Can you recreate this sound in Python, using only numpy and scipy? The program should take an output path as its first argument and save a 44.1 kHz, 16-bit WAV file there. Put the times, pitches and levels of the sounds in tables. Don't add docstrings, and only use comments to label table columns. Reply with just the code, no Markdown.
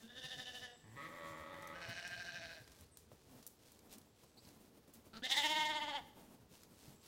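import sys
import numpy as np
from scipy import signal
from scipy.fft import rfft, irfft
from scipy.io import wavfile
from scipy.ndimage import uniform_filter1d

SR = 44100
rng = np.random.default_rng(int(sys.argv[2]) if len(sys.argv) > 2 else 0)


def inscribe(sig):
    pcm = np.round(np.clip(np.atleast_2d(sig).T, -1, 1) * 32767)
    wavfile.write(sys.argv[1], SR, pcm.astype(np.int16))


N = 311787
TIME = np.arange(N) / SR

# f/Hz, level/dB
AIR_EQ = [(15, -41), (25, -15), (76, 3.5), (248, -1), (333, -1.5), (461, 1), (542, -6), (955, -10.5),
          (2150, -18), (5520, -19), (14600, -51), (15800, -31)]
STRAW_EQ = [(600, 5.5), (1500, -0.5), (4000, 4), (7000, 2), (11000, -1.5), (16000, -5)]
CRACK_EQ = [(600, -6.5), (2500, -2), (6000, 9), (12000, 5.5), (16000, 2.5)]
SOIL_EQ = [(40, -13), (130, -6.5), (230, 1.5), (400, -8), (800, -13), (1600, -22), (4000, -25)]
# t/s, level/dB
BREEZE_LEVEL = [(0, -75), (1, -75), (2, -66), (3.6, -75.5), (4.1, -83.5), (6, -72.5), (7.07, -76)]
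# t/s, level/dB, pitch/Hz, mouth opening (1 = wide), throb depth/dB
FIRST_CALL = [(0, -74, 223, 1, -3.5), (.045, -55.5, 231.7, 0.37, 10.5), (.115, -58.5, 243, 0.87, 9.5),
              (.18, -51, 257.7, 0.72, 6.5), (.26, -47.5, 257.1, 0.9, 11.5), (.33, -47.5, 256.1, 0.91, 10),
              (.57, -51, 248.9, 0.87, 11.5), (.65, -50.5, 249, 0.88, 6), (.76, -68, 238, 0.93, -1.5)]
DEEP_CALL = [(.83, -64, 100.6, 0.44, -1), (.955, -60, 125, 0.33, -0.5), (.97, -54, 139.6, 0.88, -1.5),
             (1.07, -52, 166.1, 0.98, 2), (1.085, -59, 169.4, 0.89, 1), (1.1, -57, 83.3, 0.95, 1.5),
             (1.23, -53, 81.04, 1, 0), (1.44, -55.5, 81.57, 1, -1), (1.53, -53.5, 77.5, .93, 3.5),
             (1.62, -54, 77.83, 0.98, 4), (1.69, -54, 79.74, 0.98, 0), (1.89, -60, 75.7, 0.83, 5),
             (1.96, -75, 68, 0.43, 4.5)]
HOARSE_CALL = [(1.72, -63, 163.7, 0.38, 1), (1.76, -53, 168.9, .86, 10.5), (1.84, -48, 170.2, 0.91, 9.5),
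               (2.03, -47, 177.7, 0.99, 9), (2.38, -48.5, 175.1, 0.94, 9.5), (2.45, -50, 167.6, 0.98, 8),
               (2.53, -53.5, 168, 0.82, 7.5), (2.58, -57.5, 156.5, 0.92, 3.5), (2.63, -74.5, 145.4, 1, 0)]
GRUNT_CALL = [(5.128, -60, 195, 1, 0), (5.14, -56, 204, 0.93, 0), (5.175, -50.5, 233, 0.81, 0),
              (5.195, -60, 219, 0.58, 0)]
NEAR_CALL = [(5.218, -55, 233, 0.12, -1), (5.237, -41, 251, 0.63, 10), (5.256, -39, 260.3, 0.75, 17.5),
             (5.325, -32, 268.7, 0.97, 11.5), (5.39, -32.5, 296.7, .96, 8.5),
             (5.455, -34.5, 305.7, 0.95, 4.5), (5.52, -36.5, 313.5, 0.97, 5), (5.6, -35.5, 309.6, 1, 2),
             (5.66, -37.5, 309.3, 1, 3), (5.705, -39, 311.5, 0.88, 3), (5.77, -40, 304.5, 0.97, 4.5),
             (5.89, -42.5, 302.8, 1, 6), (5.965, -40.5, 288, 0.86, 4.5), (5.992, -47, 246, 0.93, 1.5),
             (6.02, -79.5, 209, 0.8, -5.5)]
# f/Hz, width/Hz, level at mid-call/dB, change/(dB per s)
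FIRST_FORMANTS = [(724, 154, -5, 6), (545, 27, -11, -5), (254, 230, -24, -5), (1815, 163, -0.5, -2),
                  (3000, 230, -3, 7), (3630, 206, -0.5, -5), (4730, 1800, -16, 8), (5800, 630, -20, 17),
                  (7150, 1200, -27, 8), (10300, 1300, -27.5, 10)]
DEEP_FORMANTS = [(586, 65, 3, -0.5), (297, 135, -8, -4), (884, 67, -3.5, 8), (1120, 160, -3.5, -2),
                 (1303, 56, 0.5, 2), (1950, 318, -4.5, -4), (3570, 610, -18.5, -1)]
HOARSE_FORMANTS = [(694, 93, -4.5, 3), (226.3, 96, -15, 0), (1627, 116, 4, 2.5), (2100, 480, -11.5, -3),
                   (2530, 115, -4.5, 2), (2944, 110, -9.5, -11), (4120, 810, -14, 6), (5560, 660, -18.5, 1),
                   (8250, 1300, -36, -9)]
GRUNT_FORMANTS = [(243, 170, 0.5, -1), (480, 380, -19, -8), (1370, 170, -4.5, 3), (2270, 1300, -17, 2),
                  (4160, 940, -17.5, 0)]
NEAR_FORMANTS = [(920, 130, 7.5, 1.5), (664, 140, -1, -3), (330, 34, -1, -9), (1460, 560, -9, 8),
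                 (2006, 184, 4.5, -11.5), (2175, 73, 3, -3), (3130, 410, 3.5, 6), (3670, 410, -1, -9.5),
                 (4370, 450, -15.5, 34), (5400, 2350, -20, -2), (6900, 860, -18.5, 15), (8200, 740, -26, 6),
                 (11200, 1700, -39.5, -20)]
FIRST_TILT = dict(bright_db=1.7, tire_db_per_s=2.5)
DEEP_TILT = dict(bright_db=3, tire_db_per_s=-4, strain_db=4)
HOARSE_TILT = dict(bright_db=1.1, tire_db_per_s=-0.5)
GRUNT_TILT = dict(bright_db=3, tire_db_per_s=9)
NEAR_TILT = dict(bright_db=6, tire_db_per_s=9)
# crests_s (t/s), pinch (higher = briefer catch between crests),
# sag_per_db (share of pitch lost per dB of catch; negative lifts it)
FIRST_RHYTHM = dict(crests_s=[-.03, .045, .108, .18, .25, .325, .403, .484, .562, .642, .72, .8],
                pinch=2.6, sag_per_db=.004)
DEEP_RHYTHM = dict(crests_s=np.arange(.8, 2.05, .083), pinch=2.8, sag_per_db=-0.11)
HOARSE_RHYTHM = dict(crests_s=[1.69, 1.76, 1.834, 1.908, 1.984, 2.056, 2.131, 2.208, 2.285, 2.364, 2.44, 2.518, 2.58, 2.66],
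                 pinch=2.6, sag_per_db=.004)
NEAR_RHYTHM = dict(crests_s=[5.11, 5.18, 5.252, 5.323, 5.384, 5.454, 5.521, 5.57, 5.616, 5.661, 5.704, 5.769, 5.83, 5.892, 5.961, 6.03],
               pinch=2.9, sag_per_db=.01)
# f/Hz, share of the throb depth
FIRST_DUCKING = [(400, 0.69), (900, 0.76), (1800, 1.15), (3300, 0.82), (6000, 0.38), (11000, 0.84)]
DEEP_DUCKING = [(500, 0.78), (2000, 0.56)]
HOARSE_DUCKING = [(700, 0.45), (1600, 1.09), (3000, 0.62), (6000, 0.26)]
NEAR_DUCKING = [(300, 0.75), (900, 0.93), (2000, 1.1), (3100, 1.18), (5000, 0.37), (11000, 1.3)]
# f/Hz, t60/s
SCATTER_DECAY = [(200, 0.94), (900, 0.97), (1800, 0.75), (3500, 0.78), (8000, 1.05)]
# t/s, length/s, level/dB
FEED_TUGS = [(.03, 0.11, -66.5), (.26, .1, -81), (.57, 0.098, -62), (1.08, 0.45, -71), (1.29, 0.096, -64),
             (1.39, 0.038, -66), (1.65, 0.19, -74), (1.87, 0.28, -72), (2.18, 0.4, -68.5),
             (2.55, 0.29, -68), (2.78, 0.23, -67.5), (3, .1, -73.5), (3.22, 0.33, -72.5), (3.44, 0.18, -71),
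             (3.69, 0.25, -68.5), (3.93, 0.062, -58.5), (4.24, 0.24, -72.5), (4.47, 0.19, -69),
             (4.65, 0.11, -75.5), (4.955, 0.055, -68), (6.22, 0.053, -73.5), (6.55, 0.083, -64),
             (6.62, 0.083, -67.5), (6.84, 0.22, -65.5), (7.06, 0.099, -63)]
HOOF_SCUFFS = [(2.8, 0.044, -63), (3.13, 0.084, -66), (3.35, 0.15, -62.5), (3.93, 0.14, -62.5),
               (4.24, 0.022, -62), (4.38, 0.029, -62), (4.48, 0.037, -60.5), (4.78, 0.024, -63),
               (4.88, 0.011, -59.5), (5.06, 0.8, -67), (6.3, 0.31, -74), (6.62, 0.12, -67.5),
               (6.73, 0.072, -66.5), (6.89, 0.2, -66)]
# t/s, level/dB, tilt/(dB per octave),
# decay/s
STALK_SNAPS = [(1.623, -49, .5, 0.0029), (1.673, -44.5, 2, 0.0024), (2.077, -42, -5.5, 0.0024),
               (2.677, -49, -6.5, 0.0029), (2.718, -54, -5, 0.0051), (2.809, -50, 1, 0.0022),
               (2.972, -40.5, 0, 0.0014), (3.117, -48.5, -14, 0.0037), (3.427, -53.5, -2, 0.0051),
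               (3.466, -38.5, 4, 0.0024), (3.475, -41, 6, .002), (3.719, -52.5, 4, 0.0043),
               (3.791, -54, -3, 0.0027), (3.927, -48, 14, .003), (3.937, -46.5, -1.5, 0.0024),
               (3.983, -48, 1, 0.0024), (4.015, -56, -3, .003), (4.489, -53.5, -3, .003),
               (4.937, -52.5, 7, 0.016), (6.634, -48, -4, 0.0025)]
# t/s, level/dB, f/Hz
HOOF_THUDS = [(0.235, -54.5, 150), (0.37, -59, 138), (0.615, -58, 102), (1.297, -57, 111),
              (1.396, -54.5, 81), (1.578, -59, 102), (1.882, -48, 109), (1.97, -61, 153), (2.102, -58, 141),
              (2.326, -58.5, 130), (2.603, -56.5, 121), (2.81, -56, 80.7), (3.117, -59, 122),
              (3.349, -57, 125), (3.619, -65, 110), (3.761, -71, 89.5), (3.943, -68, 215),
              (3.972, -59, 256), (6.203, -63, 172.3), (6.399, -62, 115), (6.705, -64, 186),
              (6.876, -55, 137)]
# t/s, length/s, start f/Hz, end f/Hz, level/dB, trill depth (share of the pitch)
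BIRD_NOTES = [(0.621, 0.48, 7900, 7600, -77.5, 0.025), (1.023, 0.5, 7600, 7230, -77, .022),
              (2.638, 0.0085, 4690, 4960, -58, 0.012), (2.897, 0.12, 8500, 8340, -76, 0.064),
              (4.0, 0.24, 7700, 7680, -86, 0.026), (4.25, 0.23, 8000, 7800, -81, 0.022),
              (4.366, 0.042, 4170, 4650, -66, 0.063), (4.443, 0.039, 4720, 4100, -68, 0.13),
              (6.674, 0.18, 8200, 8160, -81, 0.025), (6.87, 0.22, 7940, 7560, -78, 0.032)]


def gain_of(db):
    return 10 ** (np.asarray(db) / 20)


def unit_rms(x):
    return x / np.sqrt(np.mean(x ** 2) + 1e-20)


def curve_at(points, hz):
    f, value = np.transpose(points)
    return np.interp(np.log(hz + 1), np.log(f + 1), value)


def add(mix, start_s, sound):
    part = mix[max(round(start_s * SR), 0):][:len(sound)]
    part += sound[:len(part)]


def equalise(x, eq):
    return irfft(rfft(x) * gain_of(curve_at(eq, np.fft.rfftfreq(len(x), 1 / SR))), len(x))


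def noise(size, eq):
    return unit_rms(equalise(rng.standard_normal(size), eq))


def drift(size, rate_hz):
    spectrum = rfft(rng.standard_normal(N)) * np.exp(-(np.fft.rfftfreq(N, 1 / SR) / rate_hz) ** 2)
    return unit_rms(irfft(spectrum, N))[:size]


def air(hush_db=-71, buffet_db=4):
    hush = gain_of(hush_db) * noise(N, AIR_EQ)
    eddies = noise(N, [(20, -36), (60, -.5), (100, -1), (200, -8), (500, -23.5), (2000, -98)])
    gusts = unit_rms(eddies * gain_of(buffet_db * np.clip(drift(N, rate_hz=14), -2, 2)))
    return hush + gain_of(np.interp(TIME, *np.transpose(BREEZE_LEVEL))) * gusts


def brightness(age_s, level_db, pitch_hz, bright_db, tire_db_per_s, strain_db=0, tilt_per_db=.35):
    effort = tilt_per_db * (level_db - level_db.max()) + strain_db * np.log2(pitch_hz / pitch_hz.max())
    return bright_db + effort - tire_db_per_s * age_s


def throat(formants, hz, mouth, from_middle_s, skirt, nose_hz, shake_db):
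    def peak(centre, width, db):
        return gain_of(db) ** 2 / (1 + (2 * (hz - centre) / width) ** 2 / skirt) ** skirt

    def tremble():
        wobble = uniform_filter1d(uniform_filter1d(rng.standard_normal(512), 6), 5)
        return unit_rms(wobble)[:len(mouth), None]

    power = np.maximum(1 - mouth, 0) ** 4 * peak(nose_hz, width=125, db=12)
    first_hz = formants[0][0]
    for centre_hz, width_hz, db, db_per_s in formants:
        pull = min(first_hz / centre_hz, centre_hz / first_hz) ** 1.95
        shake = shake_db * (1 - pull)
        moved_hz = centre_hz * (1 + .005 * shake * tremble()) * mouth ** pull
        level_db = db + db_per_s * from_middle_s + shake * tremble()
        power = power + mouth ** 2 * peak(moved_hz, width_hz, level_db)
    return np.sqrt(power)


def minimum_phase(gain):
    log_gain = np.log(gain + 1e-5)
    mirrored = np.hstack([log_gain, log_gain[:, -2:0:-1]])
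    return np.exp(np.conj(signal.hilbert(mirrored, axis=1)))[:, :gain.shape[1]]


def bleat(call, formants, tilt, ducking, crests_s, pinch, sag_per_db, nose_hz, jitter, shimmer_db,
          rasp, puff_s, skirt, grit, rough_per_db, shake_db, smear_s, jaw=0, size=2048):
    knots_s, *controls = np.transpose(call)
    t = np.arange(knots_s[0], knots_s[-1], 1 / SR)
    level_db, pitch_hz, mouth, depth_db = (np.interp(t, knots_s, control) for control in controls)
    throbs = np.interp(t, crests_s, np.arange(len(crests_s)))
    catch = abs(np.sin(np.pi * throbs)) ** pinch
    slack_db = depth_db * catch
    late = np.linspace(0, 1, len(t)) ** 2
    mouth = mouth * (1 + jaw * late * np.tanh(depth_db / 4) * (1 - catch) ** 6)
    rough = np.clip((grit + rough_per_db * depth_db) * (1 + rasp * slack_db), grit, .95)
    fold_hz = pitch_hz * (1 - sag_per_db * slack_db) * (1 + jitter * rough * drift(len(t), 119))
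    cycles = np.cumsum(fold_hz) / SR
    onsets = np.interp(np.arange(1, cycles[-1]), cycles, np.arange(len(t)))
    at = onsets.astype(int)

    hz, age = np.fft.rfftfreq(size, 1 / SR), np.arange(size) / SR
    breath = rng.standard_normal((size // 4, size))[:len(at)]
    puff = breath * np.exp(-age / puff_s)
    puff = rfft(puff / np.linalg.norm(puff, axis=1, keepdims=True), axis=1)
    airy = np.clip(rough[at, None] * (hz / 2000) ** .6, 0, 1)
    lag_s = smear_s * drift(len(hz), 900) ** 2
    snap = np.exp(-2j * np.pi * np.cumsum(lag_s) * hz[1])
    source = np.sqrt(1 - airy ** 2) * snap + airy * puff

    slope_db = brightness(at / SR, level_db[at], pitch_hz[at], **tilt)
    tilt_db = slope_db[:, None] * np.log2(1 + (hz / 900) ** 2) / 2
    opening = np.clip(mouth[at], .1, 1.3)[:, None]
    from_middle_s = (t[at] - t.mean())[:, None]
    shape = throat(formants, hz, opening, from_middle_s, skirt, nose_hz, shake_db) * gain_of(tilt_db)
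    shape /= np.linalg.norm(shape, axis=1, keepdims=True)
    shape *= gain_of(-slack_db[at, None] * curve_at(ducking, hz))
    throb_gain = np.linalg.norm(shape, axis=1)
    shape /= throb_gain[:, None]

    fine_delay = np.exp(-2j * np.pi * hz * (onsets - at)[:, None] / SR)
    pulses = irfft(source * minimum_phase(shape) * fine_delay, axis=1)
    voice = np.zeros(len(t))
    for start, pulse, force_db in zip(at, pulses, shimmer_db * rough[at] * breath[:, -1]):
        add(voice, start / SR, gain_of(force_db) * pulse)
    window = np.hanning(size)
    voice /= np.sqrt(abs(signal.fftconvolve(voice ** 2, window / window.sum(), "same")) + 1e-14)
    out = np.zeros(N)
    add(out, knots_s[0], voice * gain_of(level_db) * np.interp(t, t[at], throb_gain))
    return out


def outdoors(x, wet_db, echoes_per_s=4000, predelay_s=.003, early_s=.015):
    age = np.arange(SR) / SR
    taps = rng.choice([-1, 1], SR) * (rng.random(SR) < echoes_per_s / SR) * (age > predelay_s)
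    hz, t, bands = signal.stft(taps, SR, nperseg=256)
    decay = gain_of(-60 * t / curve_at(SCATTER_DECAY, hz)[:, None])
    tail = signal.istft(bands * decay, SR)[1][:SR]
    tail *= 1 + 2 * np.exp(-age / early_s)
    tail /= np.sqrt(np.mean(abs(rfft(tail)[500:4000]) ** 2))
    return x + gain_of(wet_db) * signal.fftconvolve(x, tail)[:N]


def flock():
    first = bleat(FIRST_CALL, FIRST_FORMANTS, FIRST_TILT, FIRST_DUCKING, **FIRST_RHYTHM,
                  nose_hz=235, jitter=.03, shimmer_db=4, rasp=.12, puff_s=.003, skirt=1.6,
                  grit=.23, rough_per_db=.011, shake_db=1.6, smear_s=.0015)
    deep = bleat(DEEP_CALL, DEEP_FORMANTS, DEEP_TILT, DEEP_DUCKING, **DEEP_RHYTHM,
                 nose_hz=135, jitter=.045, shimmer_db=5, rasp=.1, puff_s=.014, skirt=1.6,
                 grit=.14, rough_per_db=.12, shake_db=1.6, smear_s=.004)
    hoarse = bleat(HOARSE_CALL, HOARSE_FORMANTS, HOARSE_TILT, HOARSE_DUCKING, **HOARSE_RHYTHM,
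                   nose_hz=245, jitter=.05, shimmer_db=5, rasp=.15, puff_s=.003, skirt=1.5,
                   grit=.18, rough_per_db=.012, shake_db=1.8, smear_s=.0005)
    grunt = bleat(GRUNT_CALL, GRUNT_FORMANTS, GRUNT_TILT, NEAR_DUCKING, **NEAR_RHYTHM,
                  nose_hz=245, jitter=.1, shimmer_db=4, rasp=0, puff_s=.003, skirt=1.4,
                  grit=.45, rough_per_db=0, shake_db=2, smear_s=.001)
    near = bleat(NEAR_CALL, NEAR_FORMANTS, NEAR_TILT, NEAR_DUCKING, **NEAR_RHYTHM,
                 nose_hz=245, jitter=.04, shimmer_db=2.6, rasp=.45, puff_s=.0022, skirt=1.7,
                 grit=.07, rough_per_db=.011, shake_db=3.1, smear_s=.0004, jaw=.29)
    return (outdoors(deep, wet_db=-3) + outdoors(first + hoarse, wet_db=-7.5)
            + outdoors(grunt + near, wet_db=-12.5))


def stirring(strokes, rest_db, restless_db, edge_db=-9):
    power = gain_of(rest_db + restless_db * drift(N, rate_hz=1.6)) ** 2
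    for peak_s, length_s, db in strokes:
        away = abs(TIME - peak_s) / (length_s / 2)
        near = away < 3
        power[near] += gain_of(db + edge_db * away[near] ** 2.06) ** 2
    return np.sqrt(power)


def feed_rustle(grain_db=-.5, grains_per_s=4000):
    breaks = (rng.random(N) < grains_per_s / SR) * rng.standard_normal(N)
    breaks *= gain_of(grain_db * np.minimum(rng.exponential(1, N), 4))
    return equalise(unit_rms(breaks) * stirring(FEED_TUGS, rest_db=-87, restless_db=6), STRAW_EQ)


def hooves(thud_trim_db=-1, rise_s=.011, scuff=.46, clods_db=3):
    clods = gain_of(clods_db * np.clip(drift(N, rate_hz=19), -2, 2))
    out = unit_rms(clods * noise(N, SOIL_EQ)) * stirring(HOOF_SCUFFS, rest_db=-73, restless_db=5.5)
    t = np.arange(SR // 6) / SR
    push = t / rise_s * np.exp(1 - t / rise_s)
    for start_s, db, hz in HOOF_THUDS:
        thud = np.sin(2 * np.pi * hz * t) + scuff * noise(len(t), SOIL_EQ)
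        add(out, start_s, gain_of(db + thud_trim_db) * push * thud)
    return out


def bird():
    out, flutter = np.zeros(N), drift(N, rate_hz=350)
    for start_s, length_s, start_hz, end_hz, db, trill in BIRD_NOTES:
        size = int(length_s * SR)
        warble = 1 + trill * np.roll(flutter, -int(start_s * SR))[:size]
        hz = np.linspace(start_hz, end_hz, size) * warble
        whistle = np.sqrt(2) * np.sin(2 * np.pi * np.cumsum(hz) / SR)
        add(out, start_s, gain_of(db) * signal.windows.tukey(size, .5) * whistle)
    flicker = unit_rms(1 + .6 * drift(N, rate_hz=60))
    return outdoors(out * flicker, wet_db=-7.5)


def stalk_snaps(trim_db=-5, crumble_db=-20, crumble_s=.056):
    out, t = np.zeros(N), np.arange(SR // 10) / SR
    for start_s, db, tilt_db, crack_s in STALK_SNAPS:
        fall = np.exp(-t / crack_s) + gain_of(crumble_db) * np.exp(-t / crumble_s)
        eq = [(hz, level_db + tilt_db * np.log2(hz / 6000)) for hz, level_db in CRACK_EQ]
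        add(out, start_s, gain_of(db + trim_db) * fall * noise(len(t), eq))
    return out


def scene():
    return (flock() + air() + feed_rustle() + stalk_snaps() + hooves() + bird())[None]


def record(dry, cutoff_hz=15950):
    lowpass = signal.firwin(511, cutoff_hz, window=("kaiser", 9), fs=SR)
    return signal.oaconvolve(dry, lowpass[None], "same")


dry = scene()
out = record(dry)
inscribe(out)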